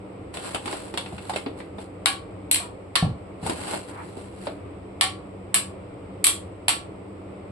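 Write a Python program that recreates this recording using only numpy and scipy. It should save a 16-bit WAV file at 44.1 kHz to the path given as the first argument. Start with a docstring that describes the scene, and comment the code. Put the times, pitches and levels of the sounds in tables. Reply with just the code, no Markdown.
"""A hand rummages in a plastic bag, then chocolate chips tick, bounce and ring in an empty metal loaf pan.
Chips are short clashes of coloured noise plus decaying sines; dull bumps are low sines as the pan rocks on stone.
The bag is coloured noise: sharp snaps, streams of tiny crackles and a soft rub over the counter.
A small kitchen answers the blows, over moving air, faint hiss and the hum of an appliance."""
import sys
import numpy as np
from scipy import signal
from scipy.fft import rfft, irfft, next_fast_len
from scipy.io import wavfile
from scipy.ndimage import map_coordinates

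SR = 44100
rng = np.random.default_rng(int(sys.argv[2]) if len(sys.argv) > 2 else 0)


def waveform_to_disk(signal):
    """Save audio, clipped to [-1, 1], as 16-bit WAV at the path in sys.argv[1]."""
    frames = np.transpose(np.atleast_2d(signal))
    scaled = np.clip(frames, -1, 1) * 32767
    samples = np.round(scaled).astype(np.int16)
    wavfile.write(sys.argv[1], SR, samples)


N = 331191  # length in samples
T = np.arange(SR // 2) / SR  # time since a blow, s


# a chip meets the pan, levels before trims: start_s, clack_db, body_db (re clack), tick_db (re clack),
# left_right_db, spot_hz (resonance of the struck spot)
CHIP_CONTACTS = [(2.0581, -8.5, -12, -10.5, 5.5, 764), (2.5127, -15, -21, 2.5, -0.5, 3920),
                 (2.5158, -21.5, -23.5, -4, 4.5, 4100), (2.5448, -17.5, -21.5, -1.5, 3.5, 2890),
                 (2.5589, -19.5, -21.5, -10, 7, 2160), (2.599, -38.5, 6.5, -10, 1, 1310),
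                 (2.626, -42.5, 4, -10, -1, 960), (2.955, -13.5, -14, -9.5, -11.5, 4270),
                 (2.96, -13.5, -15, -16.5, 18, 1790), (5.0102, -8, -12.5, -9.5, 0.5, 3020),
                 (5.543, -11.5, -14.5, -3, 2, 2630), (5.549, -19, -16.5, -1, 6.5, 1705),
                 (6.242, -15, -18.5, 1.5, 1.5, 4000), (6.2453, -13.5, -20, -4, -1, 2300),
                 (6.2677, -12.5, -16.5, -0.5, 0, 3240), (6.682, -8.5, -15, -8, -1.5, 695),
                 (6.6913, -19.5, -11.5, -4, -11, 2280)]
# the pan's short clash as the microphone hears it, dull around 6.6 kHz, as a spectral shape:
# pitch_hz, level_db (per Hz)
PAN_CLASH = [(250, -42.5), (570, -18.5), (750, -3.5), (1400, -7), (2300, 1), (4300, 0), (5300, -9),
             (6100, -14.5), (6600, -24), (7450, -2), (8600, 0), (11250, 0.5), (11800, -15.5), (14200, -29)]


def chips():
    """Each contact clashes the sheet, rings the pan and excites the room; soft flanks add body, hard tips tick."""
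    out = np.zeros((2, N))
    for start_s, clack_db, body_db, tick_db, left_right_db, spot_hz in CHIP_CONTACTS:
        contact = [(1200, body_db + 16.5), (2600, 0), (5000, 0.0076),
                   (8000, tick_db + 9.5), (10500, tick_db + 4), (12500, 2 * tick_db + 12)]
        # one noise for the direct sound, another for the room
        sheet = np.array([noise(PAN_CLASH, len(T)), noise(PAN_CLASH, len(T))])
        sheet = rippled(coloured(sheet, contact), depth_db=4, spacing_hz=50)
        near, far = resonant(sheet, spot_hz, boost_db=2, q=22)
        crack = amp(6) * fade(T, .013)
        after_ring = amp(-13) * fade(T, 0.069)
        clash = near * (crack + after_ring)
        ring = amp(-23) * coloured(pan_ring(t60_at_khz=0.44, damping=.3, scatter_db=2), contact)
        room = amp(-4.5) * room_tail(far, build=0.0065)
        # the bending wave needs a moment to spread over the sheet
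        onset = 1 - np.exp(-T / .0005)
        hit = panned(clash + ring, left_right_db) + room
        add(out, start_s, amp(clack_db - 1.5) * onset * hit)
    return out


# the pan's clearest modes, levels relative to each other: pitch_hz, level_db
PAN_CLEAR_MODES = [(755, -6.5), (940, -14.5), (1097, 1), (1139, 2), (1366, -3.5), (1660, -3.5), (1745, -10),
                   (2341, 0), (2480, -3.5), (2735, -13), (2897, -1), (3021, -20.5), (3106, -4),
                   (3301, -2.5), (3540, -8.5), (3810, -17.5), (4030, 0.5), (4248, 4.5), (4461, 0.5),
                   (4792, -2.5), (5776, -4.5), (7450, -10.5), (7860, -5.5), (8350, -2.5), (8589, -9.5),
                   (9430, -4), (9782, -10), (10594, -7.5), (11059, -4)]


def pan_ring(t60_at_khz, damping, scatter_db):
    """The clear modes: each landing wakes them at new strengths, and high ones die sooner."""
    hz, db = np.transpose(PAN_CLEAR_MODES)[:, :, None]
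    khz = hz / 1000
    strength = amp(db - db.max() + scatter_db * rng.standard_normal((2, len(hz), 1)))
    phase = rng.uniform(0, 2 * np.pi, (2, len(hz), 1))
    decay = fade(T, t60_at_khz * khz ** -damping)
    return np.sum(strength * decay * np.sin(2 * np.pi * hz * T + phase), axis=1)


# dull bumps on the counter and the pan: start_s, level_db
DULL_BUMPS = [(1.126, -29.5), (3.0248, -10.5), (3.063, -24), (3.091, -28.5), (3.113, -34), (3.130, -43),
              (3.428, -24), (3.493, -35)]
# the whole pan on the stone: pitch_hz, level_db (re the bump), t60_s
PAN_ON_STONE = [(86, -28, 0.071), (139, -19, 0.054), (164, 4, 0.071), (190, -23, 0.052), (376, -24, 0.065),
                (741, -7.5, 0.056)]


def bumps():
    """Soft blows wake only the lowest modes; the pan rocks a few times before it settles."""
    out = np.zeros((2, N))
    modes = sum(amp(db) * fade(T, t60_s) * np.sin(2 * np.pi * hz * T) for hz, db, t60_s in PAN_ON_STONE)
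    thump = modes * (1 - np.exp(-T / 0.002))
    boom = [(40, -29), (80, 3.0), (220, -6.5), (320, -23), (800, -19.5), (2000, -47), (6000, -94)]
    for start_s, level_db in DULL_BUMPS:
        room = amp(-3.5) * room_tail(noise(boom, len(T)), build=0.012)
        add(out, start_s, amp(level_db) * (thump + room))
    return out


# the bag snaps and is knocked about, levels before trims: start_s, peak_db, thud_db (re peak),
# crackle_db (re peak), fold_hz (resonance of the fold)
BAG_SNAPS = [(.340, -26.5, -22, -14.5, 4140), (.370, -22, -4, -22, 3120), (0.546, -15, -3.5, -15.5, 2800),
             (.556, -20.5, -11, -27, 1200), (0.657, -20, -4.5, -17, 2770), (.677, -14.5, -22, -31, 359),
             (.727, -17, -15, -33, 430), (0.9396, -18, -10.5, -26, 363), (0.974, -11.5, -21, -19, 3500),
             (1.06, -26.5, -11, -28, 2720), (1.123, -34.5, 2, -23, 740), (1.181, -27, -19, -27, 2620),
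             (1.295, -15.5, -20, -21, 780), (1.335, -18, -19, -33, 410), (1.360, -15.5, -4, -20.5, 2750),
             (1.462, -18.5, -1, -44, 290), (1.602, -27.5, -1, -33, 1970), (1.783, -28, -1, -42, 765),
             (3.463, -19, -7, -14.5, 810), (3.496, -12, -6, -18, 277), (3.735, -21, -1, -34, 780),
             (4.169, -35.5, 10, -18, 760), (4.469, -17.5, -6.5, -39, 690)]
# plastic film as the microphone hears it, dull around 6.5 kHz, as a spectral shape for snaps and rustle:
# pitch_hz, level_db (per Hz)
BAG_FILM = [(120, -7.5), (280, 7), (800, 8), (1500, -0.5), (3200, -3.5), (4700, -6), (5600, -14),
            (6500, -19), (7800, -0.5), (11200, -8.5), (11900, -35.5), (14200, -32)]


def bag_snaps():
    """Folds of the bag buckle, each at its own pitch, and its load shifts; the room answers."""
    out = np.zeros((2, N))
    for start_s, peak_db, thud_db, crackle_db, fold_hz in BAG_SNAPS:
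        fold = [(400, thud_db + 8.5), (900, 0), (4500, 0), (8000, crackle_db + 17.5)]
        film = np.array([noise(BAG_FILM, len(T)), noise(BAG_FILM, len(T))])
        film = rippled(coloured(film, fold), depth_db=2.5, spacing_hz=70)
        near, far = resonant(film, fold_hz, boost_db=8.0, q=4.9)
        decay = amp(-3) * fade(T, 0.011) + amp(-4) * fade(T, 0.069)
        onset = 1 - np.exp(-T / 0.00087)
        snap = near * decay * onset
        room = amp(-11.5) * room_tail(far, build=0.0037)
        add(out, start_s, amp(peak_db - 5.5) * (snap + room))
    return out


# the hand squeezes the bag, levels before trim: grip_s (firmest moment), crinkle_db, swell_s, release_t60_s
BAG_SQUEEZES = [(.35, -41, 0.028, 0.94), (.485, -36.5, .22, 0.46), (.71, -36.5, 0.18, 0.85),
                (1.0, -46, 0.055, 1), (1.25, -47.5, 0.38, 0.8), (1.375, -41, 0.23, 0.31),
                (1.58, -48.5, 0.027, 0.28), (1.815, -46, 0.079, 0.23), (3.472, -33.5, 0.086, 0.39),
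                (3.735, -33, 0.44, 0.41), (3.89, -44, 0.049, 0.2), (4.2, -50.5, 0.85, 1),
                (4.47, -44, 0.25, 0.32)]


def bag_rustle(rate=800, spread_db=4.0):
    """Fingers crease the film: about rate tiny crackles a second, of very uneven size, blurred by the room."""
    grips = sum((amp(db) * stroke(grip_s, swell_s, release_t60_s)) ** 2
                for grip_s, db, swell_s, release_t60_s in BAG_SQUEEZES)
    level = np.sqrt(grips)
    sizes = amp(spread_db * np.minimum(rng.exponential(size=N), 3))
    creases = sizes * (rng.random(N) < rate / SR)
    # each crease leaves a quick crackle and a quieter room decay, summed as power
    blur = fade(T, .008) ** 2 + amp(-15) ** 2 * fade(T, .25) ** 2
    power = signal.fftconvolve(creases ** 2, blur)[:N]
    crackle = coloured(np.sqrt(np.abs(power)) * rng.standard_normal((2, N)), BAG_FILM)
    return amp(3) * level * unit(rippled(crackle, depth_db=2.5, spacing_hz=60))


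# plastic rubbing on stone, as a spectral shape: pitch_hz, level_db (per Hz)
PLASTIC_RUB = [(400, -30), (900, 4.5), (1500, -4.5), (2300, -9), (3200, -25), (6000, -51)]


def bag_slide():
    """The bag is dragged a little way over the stone: a soft, dull rub, loudest when fastest."""
    return amp(-38) * stroke(s=4.01, swell=.25, release=0.23) * noise(PLASTIC_RUB, N)


# kitchen air, as a spectral shape: pitch_hz, level_db (per Hz)
KITCHEN_AIR = [(15, -54), (25, -17.5), (38, -15), (59, -13.5), (97, -3.5), (161, -16), (196, -1.5),
               (224, -23), (293, -5), (350, -10.5), (499, -10), (868, -20.5), (1290, -24), (1610, -34.5),
               (2200, -29.5), (5000, -51), (6500, -89), (11000, -120)]
# faint treble hiss, as a spectral shape: pitch_hz, level_db (per Hz)
FAINT_HISS = [(2940, -28), (5000, -6), (6580, -22.5), (8080, 5), (9180, -12), (11400, -18.5), (12100, -26),
              (13500, -35.5), (14900, -41.5)]
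# appliance motor, levels before trim: pitch_hz, level_db (rms)
MOTOR_HUM = [(96.9, -45), (193.8, -52), (290.7, -51)]
AIR_DB, HISS_DB, HUM_TRIM_DB = -39.5, -67, -7.0


def background():
    """Moving air and faint hiss are shaped noise; the motor is sines with slightly unsteady level and phase."""
    t = np.arange(N) / SR
    hum = 0
    for hz, db in MOTOR_HUM:
        level = amp(db + HUM_TRIM_DB + 0.6 * wobble(4.9)) * np.sqrt(2)  # rms to peak
        hum = hum + level * np.sin(2 * np.pi * hz * t + .5 * wobble(3.3))
    air = amp(AIR_DB + 0.64 * wobble(4.5)) * noise(KITCHEN_AIR, N)
    return hum + air + amp(HISS_DB) * noise(FAINT_HISS, N)


def stroke(s, swell, release):
    """Gain of one hand movement: it swells up to time s and dies away after it."""
    t = np.arange(N) / SR - s
    rise = np.clip(1 + t / swell, 0, 1) ** 2.65  # sound grows faster than the grip tightens
    return rise * fade(np.maximum(t, 0), release)


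def resonant(x, hz, boost_db, q):
    """x with one resonance standing out at hz."""
    b, a = signal.iirpeak(hz, q, SR)
    return x + amp(boost_db) * signal.lfilter(b, a, x)


def rippled(x, depth_db, spacing_hz):
    """x with random peaks and gaps in its spectrum: each spot couples to other modes."""
    hz = np.fft.rfftfreq(x.shape[-1], 1 / SR)
    knots = rng.standard_normal(2048)
    gain = unit(amp(depth_db * map_coordinates(knots, [hz / spacing_hz], mode="wrap")))
    return irfft(rfft(x) * gain, x.shape[-1])


# left-right likeness: pitch_hz, correlation (-1..1)
LEFT_RIGHT_LIKENESS = [(100, 0.98), (200, 0.92), (350, 0.77), (700, 0.14), (1500, 0.012), (8000, 0.044)]


def noise(spectrum, size):
    """Stereo noise of rms 1: alike in the bass, nearly unrelated in the treble."""
    m = next_fast_len(size)
    hz = np.fft.rfftfreq(m, 1 / SR)
    turn = np.arccos(np.clip(along(LEFT_RIGHT_LIKENESS, hz), -1, 1)) / 2
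    shaped = rfft(rng.standard_normal((2, m))) * amp(along(spectrum, hz))
    mid, side = irfft(shaped * [np.cos(turn), np.sin(turn)], m)[:, :size]
    return unit(np.array([mid + side, mid - side]))


# the kitchen's decay: pitch_hz, t60_s
KITCHEN_DECAY = [(300, 0.31), (1200, 0.24), (3500, 0.25), (9000, .24), (13000, 0.14)]


def room_tail(x, build):
    """Steady sound becomes a reverberant tail: it builds up, then each band dies at the kitchen's rate."""
    hz, t, z = signal.stft(x, SR, nperseg=256)
    decayed = z * fade(t, along(KITCHEN_DECAY, hz)[:, None])
    tail = signal.istft(decayed, SR, nperseg=256)[1][:, :len(T)]
    return tail * (1 - np.exp(-T / build))


def panned(x, lr_db):
    """x leaning left by lr_db."""
    return x * amp([[lr_db / 2], [-lr_db / 2]])


def coloured(x, points):
    """x through a gain of (Hz, dB) points."""
    size = next_fast_len(x.shape[-1] + SR // 10)
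    gain = amp(along(points, np.fft.rfftfreq(size, 1 / SR)))
    return irfft(rfft(x, size) * gain, size)[..., :x.shape[-1]]


def add(track, s, sound):
    """Mix a sound into the track at time s."""
    part = track[:, round(s * SR):][:, :sound.shape[-1]]
    part += sound[..., :part.shape[-1]]


def wobble(rate):
    """A smooth random curve, rate knots a second."""
    knots = rng.standard_normal(int(N * rate / SR) + 4)
    return map_coordinates(knots, [np.arange(N) * rate / SR])


def fade(t, t60):
    """Exponential decay, 60 dB down after t60."""
    return np.exp(-np.log(1000) * t / t60)


def along(points, hz):
    """(Hz, value) points read on a log axis."""
    f, v = np.transpose(points)
    return np.interp(np.log(hz + 1), np.log(f), v)


def unit(x):
    """x at rms 1."""
    return x / np.sqrt(np.mean(x ** 2) + 1e-20)


def amp(db):
    """Decibels to gain."""
    return 10 ** (np.asarray(db) / 20)


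def scene():
    """Everything on and around the counter, the bag in the centre."""
    bag = bag_snaps() + bag_rustle() + bag_slide()
    return chips() + bumps() + bag + background()


def record(dry):
    """The recorder sheds the deepest bass, rounds off the highest peaks and cuts steeply above its band limit."""
    top_hz = 14700
    thin = signal.sosfilt(signal.butter(2, 45, "high", fs=SR, output="sos"), dry)
    held = thin / (1 + np.abs(thin / .9) ** 6) ** (1 / 6)
    return coloured(held, [(top_hz, 0), (top_hz + 500, -60)])


dry = scene()
out = record(dry)
waveform_to_disk(out)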